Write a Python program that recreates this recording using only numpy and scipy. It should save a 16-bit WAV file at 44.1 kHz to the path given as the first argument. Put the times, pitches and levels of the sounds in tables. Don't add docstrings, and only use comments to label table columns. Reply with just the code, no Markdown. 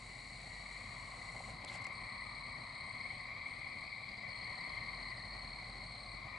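import sys
import numpy as np
from scipy import signal
from scipy.fft import rfft, irfft
from scipy.io import wavfile
from scipy.ndimage import uniform_filter1d

SR = 44100
rng = np.random.default_rng(int(sys.argv[2]) if len(sys.argv) > 2 else 0)


def generate_wav(sig):
    pcm = np.round(np.clip(np.atleast_2d(sig).T, -1, 1) * 32767).astype(np.int16)
    wavfile.write(sys.argv[1], SR, pcm)


N = 281358
TIME = np.arange(N) / SR


def amp(db):
    return 10 ** (np.asarray(db) / 20)


def unit(x):
    return x / np.sqrt(np.mean(x ** 2) + 1e-20)


def curve(rows, column=1):
    rows = np.array(rows, float)
    return np.interp(TIME, rows[:, 0], rows[:, column])


def eq(points, hz):
    f, value = np.transpose(points)
    return np.interp(np.log(hz + 1), np.log(f + 1), value)


def add(mix, start_s, sound):
    part = mix[max(round(start_s * SR), 0):][:len(sound)]
    part += sound[:len(part)]


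def bump(progress):
    return np.sin(np.pi * np.clip(progress, 0, 1)) ** 2


def drift(hz):
    f = np.fft.rfftfreq(N, 1 / SR)
    return unit(irfft(rfft(rng.standard_normal(N)) * np.exp(-(f / hz) ** 2) * (f > 0), N))


def pan(left_db):
    half = np.atleast_1d(left_db) / 2
    return amp(np.array([half, -half]))


# freq_hz, correlation
PORT_LIKENESS = [(50, 1), (130, .98), (330, .68), (700, .77), (1200, .86), (2200, .86), (4300, .9),
                 (8000, .75), (11000, .55)]
# freq_hz, left_minus_right_db
PORT_BALANCE = [(60, .2), (300, 1.2), (700, 2), (1500, 3), (4300, 2), (8000, .5)]

def noise(spectrum):
    hz = np.fft.rfftfreq(N, 1 / SR)
    left, other = rfft(rng.standard_normal((2, N)))
    likeness = eq(PORT_LIKENESS, hz)
    right = likeness * left + np.sqrt(1 - likeness ** 2) * other
    stereo = np.array([left, right]) * pan(eq(PORT_BALANCE, hz))
    return unit(irfft(stereo * amp(eq(spectrum, hz)), N))


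def garden(x, wet_db, t60_s, width, count=3):
    t, wet = np.arange(SR // 3) / SR, 0
    for k in range(count):
        taps = rng.standard_normal((2, len(t))) * amp(-60 * t / t60_s) * (t > .002)
        mid, side = taps / np.linalg.norm(taps, axis=1, keepdims=True)
        tails = np.array([mid + width * side, mid - width * side])
        crossfade = np.sqrt(2 / count) * np.cos(np.pi * (2 * TIME + k / count))
        wet = wet + signal.oaconvolve((x * crossfade)[None], tails, axes=1)[:, :N]
    return (x + amp(wet_db) * wet) / np.sqrt(1 + amp(wet_db) ** 2)


def leveller(x, window=14001):
    power = uniform_filter1d(uniform_filter1d(x.mean(0) ** 2, window), window // 2)
    return x / np.sqrt(abs(power) + 1e-12)


# freq_hz, density_db
AIR_EQ = [(15, -31), (35, -5.5), (65, -5.5), (120, 1.5), (155, -5.5), (205, -6), (280, -12.5), (410, -18),
          (600, -10), (770, -7), (950, -19.5), (1500, -20.5), (2800, -27), (5800, -34), (11000, -38)]
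# time_s, level_db
TRAFFIC_SWELL = [(0, 0), (.7, 1), (1.35, 3), (1.6, 4.5), (2.2, 1.5), (3.2, 2), (4, 1), (4.5, 3), (5.5, 3.5),
                 (6.38, 1)]
# pitch_hz, level_db
HUM_TONES = [(91, -81), (115, -72), (240, -73)]
# time_s, level_db
DRONE_SWELL = [(0, -62.5), (1, -59), (1.7, -67), (2.4, -59), (2.9, -73), (3.4, -71), (3.8, -75), (4.2, -71),
               (4.7, -62.5), (5.4, -55.5), (6.38, -61)]

def town(drone_hz=47.3):
    def tone(hz, wobble_rad):
        return unit(np.sin(2 * np.pi * hz * TIME + wobble_rad * drift(2.8)))

    wash = amp(-58 + curve(TRAFFIC_SWELL) + 1.18 * drift(28)) * noise(AIR_EQ)
    drone = amp(curve(DRONE_SWELL) + 1.3 * drift(3.7)) * tone(drone_hz, .84)
    hum = sum(amp(db) * tone(hz, .59) for hz, db in HUM_TONES)
    return wash + drone + hum


# freq_hz, density_db
FAR_CRICKET_EQ = [(3000, -41), (3650, -16), (3950, -3), (4350, -2), (4700, -8), (5150, -22.5), (6200, -56),
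                  (7500, -27), (8300, -19.5), (9200, -50)]

def far_crickets():
    return amp(-59.5 + .5 * drift(18) + drift(50)) * noise(FAR_CRICKET_EQ)


# freq_hz, density_db
MOTOR_EQ = [(400, -6), (1500, -8), (2800, -1.5), (4800, -35), (5500, -4), (6300, -11.5), (6900, -1),
            (7500, -6), (8040, 3.5), (8700, -5.5), (9450, -11), (10200, -8), (11000, -19)]
# time_s, level_db
MOTOR_FADER = [(0, -64), (1.1, -64.5), (1.5, -62), (1.56, -75), (1.6, -120)]

def zoom_motor(flutter_hz=67):
    flutter = 1 + .18 * np.sin(2 * np.pi * flutter_hz * TIME + drift(1.4))
    return amp(curve(MOTOR_FADER)) * flutter * noise(MOTOR_EQ)


# start_s, knock_db, scrape_db, scrape_length_s
TOUCHES = [(1.349, -44, -73, .01), (1.403, -41, -71, 0.0073), (1.485, -46, -75, .01),
           (1.639, -44.5, -67, 0.0085), (1.646, -57, -45, 0.0057), (1.669, -58, -61, 0.08),
           (1.706, -57, -54, 0.089), (1.751, -44.5, -66, 0.0065), (1.814, -59, -55, 0.017),
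           (1.837, -61, -54, 0.017), (1.865, -58, -47, 0.0088)]
# pitch_hz, level_db, t60_s
BODY_MODES = [(583, -8, 0.044), (783, 2, 0.023), (850, -6, 0.023), (1380, -27, .015)]
# freq_hz, density_db
SCRAPE_EQ = [(200, 7), (800, 3), (1700, 4.5), (2700, 7), (3700, -2.5), (5200, 1.5), (6200, -4.5),
             (8000, 4.5), (9500, -7.5), (11000, -11)]

def fingers(attack_s=.0042):
    knocks, pressure = np.zeros((2, N))
    t = np.arange(SR // 8) / SR
    ring = sum(amp(db - 60 * t / t60_s) * np.sin(2 * np.pi * hz * t) for hz, db, t60_s in BODY_MODES)
    ring *= 1 - np.exp(-t / attack_s)
    for start_s, knock_db, scrape_db, length_s in TOUCHES:
        add(knocks, start_s, amp(knock_db + 8.5) * ring)
        add(pressure, start_s, amp(scrape_db) * bump(t / length_s))
    slips = amp(2.7 * drift(290))
    return knocks + pressure * slips * noise(SCRAPE_EQ)


# freq_hz, density_db
SQUEAK_EQ = [(2600, -18), (3200, -2), (3750, 2), (4200, 1), (5000, -19)]

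def squeak(start_s=1.668, level_db=-50, length_s=.036):
    return amp(level_db) * bump((TIME - start_s) / length_s) * noise(SQUEAK_EQ)


# time_s, level_db
STRAY_STROKES = [(3.004, -54), (3.683, -53), (4.088, -53), (4.289, -52), (4.606, -52), (4.694, -50),
                 (4.945, -56), (5.329, -55)]

def stray_cricket(length_s=.0166, top_hz=5150, end_hz=4150, faint_per_s=9, faint_db=-55.5):
    out, progress = np.zeros(N), np.linspace(0, 1, int(length_s * SR))
    sweep_hz = top_hz + (end_hz - top_hz) * progress
    stroke = bump(progress) * np.sin(2 * np.pi * np.cumsum(sweep_hz) / SR)
    first_s, last_s = STRAY_STROKES[0][0], STRAY_STROKES[-1][0]
    span_s = last_s - first_s
    draws = rng.random((64, 2))[:round(faint_per_s * span_s)]
    faint = [(first_s + when * span_s, faint_db + 4 * (force - .5)) for when, force in draws]
    for time_s, level_db in STRAY_STROKES + faint:
        add(out, time_s - .004, amp(level_db) * stroke)
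    grit = amp(3 * drift(400))
    return garden(out * grit, wet_db=-8, t60_s=.13, width=.4) * pan(2.5)


# start_s, end_s, strokes_per_s, wing_db, rasp_start_db, rasp_end_db
CRICKET_TRILLS = [(.156, 1.9, 35.74, -63.5, -78, -76.5), (1.918, 3.29, 35.02, -60, -69.5, -71.5),
                  (3.448, 4.21, 36.42, -62.5, -70.5, -78), (4.27, 6.21, 35.84, -56.3, -72.5, -72)]
# freq_hz, density_db
RASP_EQ = [(7000, -46), (7550, -18), (7800, -6), (8150, -3.5), (8450, 4.5), (8720, 2.5), (8950, -8),
           (9400, -44)]

def near_cricket(duty=.6, top_hz=4520, fall=.14, attack_s=.014, release_s=.055):
    cycle, wing_gain, rasp_gain = np.zeros((3, N))
    for start_s, end_s, rate, wing_db, *rasp_db in CRICKET_TRILLS:
        gate = np.clip(np.minimum((TIME - start_s) / attack_s, (end_s - TIME) / release_s), 0, 1)
        cycle += (gate > 0) * ((TIME - start_s) * rate % 1)
        wing_gain += gate * amp(wing_db)
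        rasp_gain += gate * amp(np.interp(TIME, [start_s, end_s], rasp_db))
    progress = np.minimum(cycle / duty, 1)
    swell = unit(bump(progress ** .85)) * amp(.8 * drift(18))
    jitter = .009005 * drift(491) + .008 * drift(29.87)
    pitch_hz = top_hz * (1 - fall * progress ** 1.2 + jitter)
    phase = 2 * np.pi * np.cumsum(pitch_hz) / SR
    wings = amp(4) * wing_gain * swell * (np.sin(phase) + amp(-27) * np.sin(2 * phase))
    flicker = amp(1.3 * drift(20))
    rasp = rasp_gain * flicker * unit(swell + 3.6) * noise(RASP_EQ)
    return garden(wings, wet_db=-4.5, t60_s=.092, width=.57) * pan(2.6) + rasp


# time_s, main_note_db, low_note_db, main_pitch_hz
CHORUS = [(0.1, -54.5, -63, 2107), (0.45, -54.5, -66.5, 2137), (0.7, -52.5, -60.5, 2121),
          (1.05, -52.5, -57, 2129), (1.55, -54.5, -59, 2110), (1.87, -49, -56, 2135),
          (2.1, -49.5, -55.5, 2121), (2.7, -51, -56, 2121), (3.1, -49, -58.3, 2157),
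          (3.55, -49.5, -58, 2183), (4.15, -51, -63, 2164), (4.5, -48, -56.5, 2113),
          (4.85, -48, -56.3, 2122), (5.2, -51.5, -58, 2048), (5.6, -51.5, -59, 2130),
          (6, -54.5, -61.5, 2157), (6.35, -50, -55, 2152)]
# freq_hz, density_db
MAIN_NOTE_EQ = [(1500, -55), (1740, -13), (1900, -7), (2150, 2), (2380, -5), (2540, -13.5), (2750, -24),
                (3000, -62)]
LOW_NOTE_EQ = [(750, -34), (920, -5.5), (1080, 1), (1220, -2.5), (1350, -11.5), (1600, -52)]

def farthest_toads(throb_hz=17):
    throb = 1 + .23 * np.sin(2 * np.pi * throb_hz * TIME + drift(.83))
    main = amp(curve(CHORUS, 1) - 6) * noise(MAIN_NOTE_EQ)
    low = amp(curve(CHORUS, 2) - 2.5) * throb * noise(LOW_NOTE_EQ)
    return main + low


def far_toads(count=18, detune=.045, rise=.12, duty=.4, waver=.018):
    main_db, low_db, centre_hz = (curve(CHORUS, column) for column in (1, 2, 3))
    partials = np.zeros((3, N))
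    for rank, (speed, offset, pace, turn) in zip(np.linspace(-1, 1, count), rng.random((count, 4))):
        pulse, cycle = np.divmod(TIME * (17.5 + 3 * speed) + offset, 1)
        stray, force_db = rng.standard_normal((512, 2))[pulse.astype(int)].T
        progress = np.minimum(cycle / duty, 1)
        trills_per_s = .4533 + .304 * pace
        gate = np.clip(1.43 + 2 * np.sin(2 * np.pi * (TIME * trills_per_s + turn)), 0, 1)
        swell = gate * amp(force_db) * bump(progress)
        pitch_hz = centre_hz * (1 + detune * (rank + rank ** 3) + waver * stray + rise * (progress - .5))
        low_phase = np.pi * np.cumsum(pitch_hz) / SR
        partials += swell * np.sin(np.arange(1, 4)[:, None] * low_phase)
    low, main, third = (leveller(garden(p, wet_db=1, t60_s=.5, width=.64)) for p in partials)
    third *= amp(-23 + 2 * drift(4) - .5 * (main_db + 49.5))
    return amp(main_db - 2.5) * (main + third) + amp(low_db - 4.5) * low


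# start_s, end_s, starting_pulses_per_s, level_db, pitch_hz
TOAD_TRILLS = [(.466, .99, 20.3, -51, 2160), (1.22, 1.47, 13.6, -47.5, 2110),
               (1.699, 2.147, 18.94, -47.5, 2114), (2.216, 2.85, 20.42, -50, 2107),
               (2.907, 4.96, 19.88, -45, 2152), (5.013, 5.27, 17.5, -45.5, 1992)]
# time_s, boost_db
ACCENTS = [(2.907, 0), (3.009, 2.5), (3.056, 5.5), (3.108, 6), (3.46, 7), (4.24, 4.5), (4.776, 2.5),
           (5.127, 3)]

def near_toads(pulse_s=.025, rise=.17, arch=.025, waver=.018, slowing_hz_per_s=.65):
    out, progress = np.zeros(N), np.linspace(0, 1, int(pulse_s * SR))
    partials = amp([-18, 0, -27, -21])
    draws = rng.standard_normal((len(TOAD_TRILLS), 64, 3))
    for (start_s, end_s, rate, level_db, pitch_hz), pulses in zip(TOAD_TRILLS, draws):
        time_s = start_s
        for force, stray, offset in pulses:
            if time_s > end_s:
                break
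            bend = arch * (np.sin(np.pi * (time_s - start_s) / (end_s - start_s)) - .5)
            sweep_hz = pitch_hz * (1 + bend + waver * stray) * (1 + rise * (progress - .5))
            low_phase = np.pi * np.cumsum(sweep_hz) / SR + 2 * np.pi * offset
            tone = sum(gain * np.sin(k * low_phase) for k, gain in enumerate(partials, 1))
            accent_db = sum(boost_db for at_s, boost_db in ACCENTS if abs(at_s - time_s) < .5 / rate)
            swell = amp(level_db + accent_db + 1.5 * force + 1) * bump(progress)
            add(out, time_s - pulse_s / 2, swell * tone)
            time_s += 1 / (rate - slowing_hz_per_s * (time_s + .5 / rate - start_s))
    return garden(out, wet_db=-6, t60_s=.24, width=.31)


# time_s, left_minus_right_db
TOAD_PAN = [(0, 6), (1.5, 6.5), (3, 5.5), (4.6, 7), (5.6, 4.5), (6.38, 7.5)]

def scene():
    left_db = curve(TOAD_PAN)
    toads = (far_toads() + near_toads()) * pan(left_db) + farthest_toads() * pan(left_db - 8)
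    crickets = near_cricket() + stray_cricket() + far_crickets()
    return toads + crickets + town() + zoom_motor() + fingers() + squeak()


def record(dry, cutoff_hz=11030):
    lowpass = signal.firwin(601, cutoff_hz, window=("kaiser", 8), fs=SR)
    return signal.oaconvolve(dry, lowpass[None], "same")


dry = scene()
out = record(dry)
generate_wav(out)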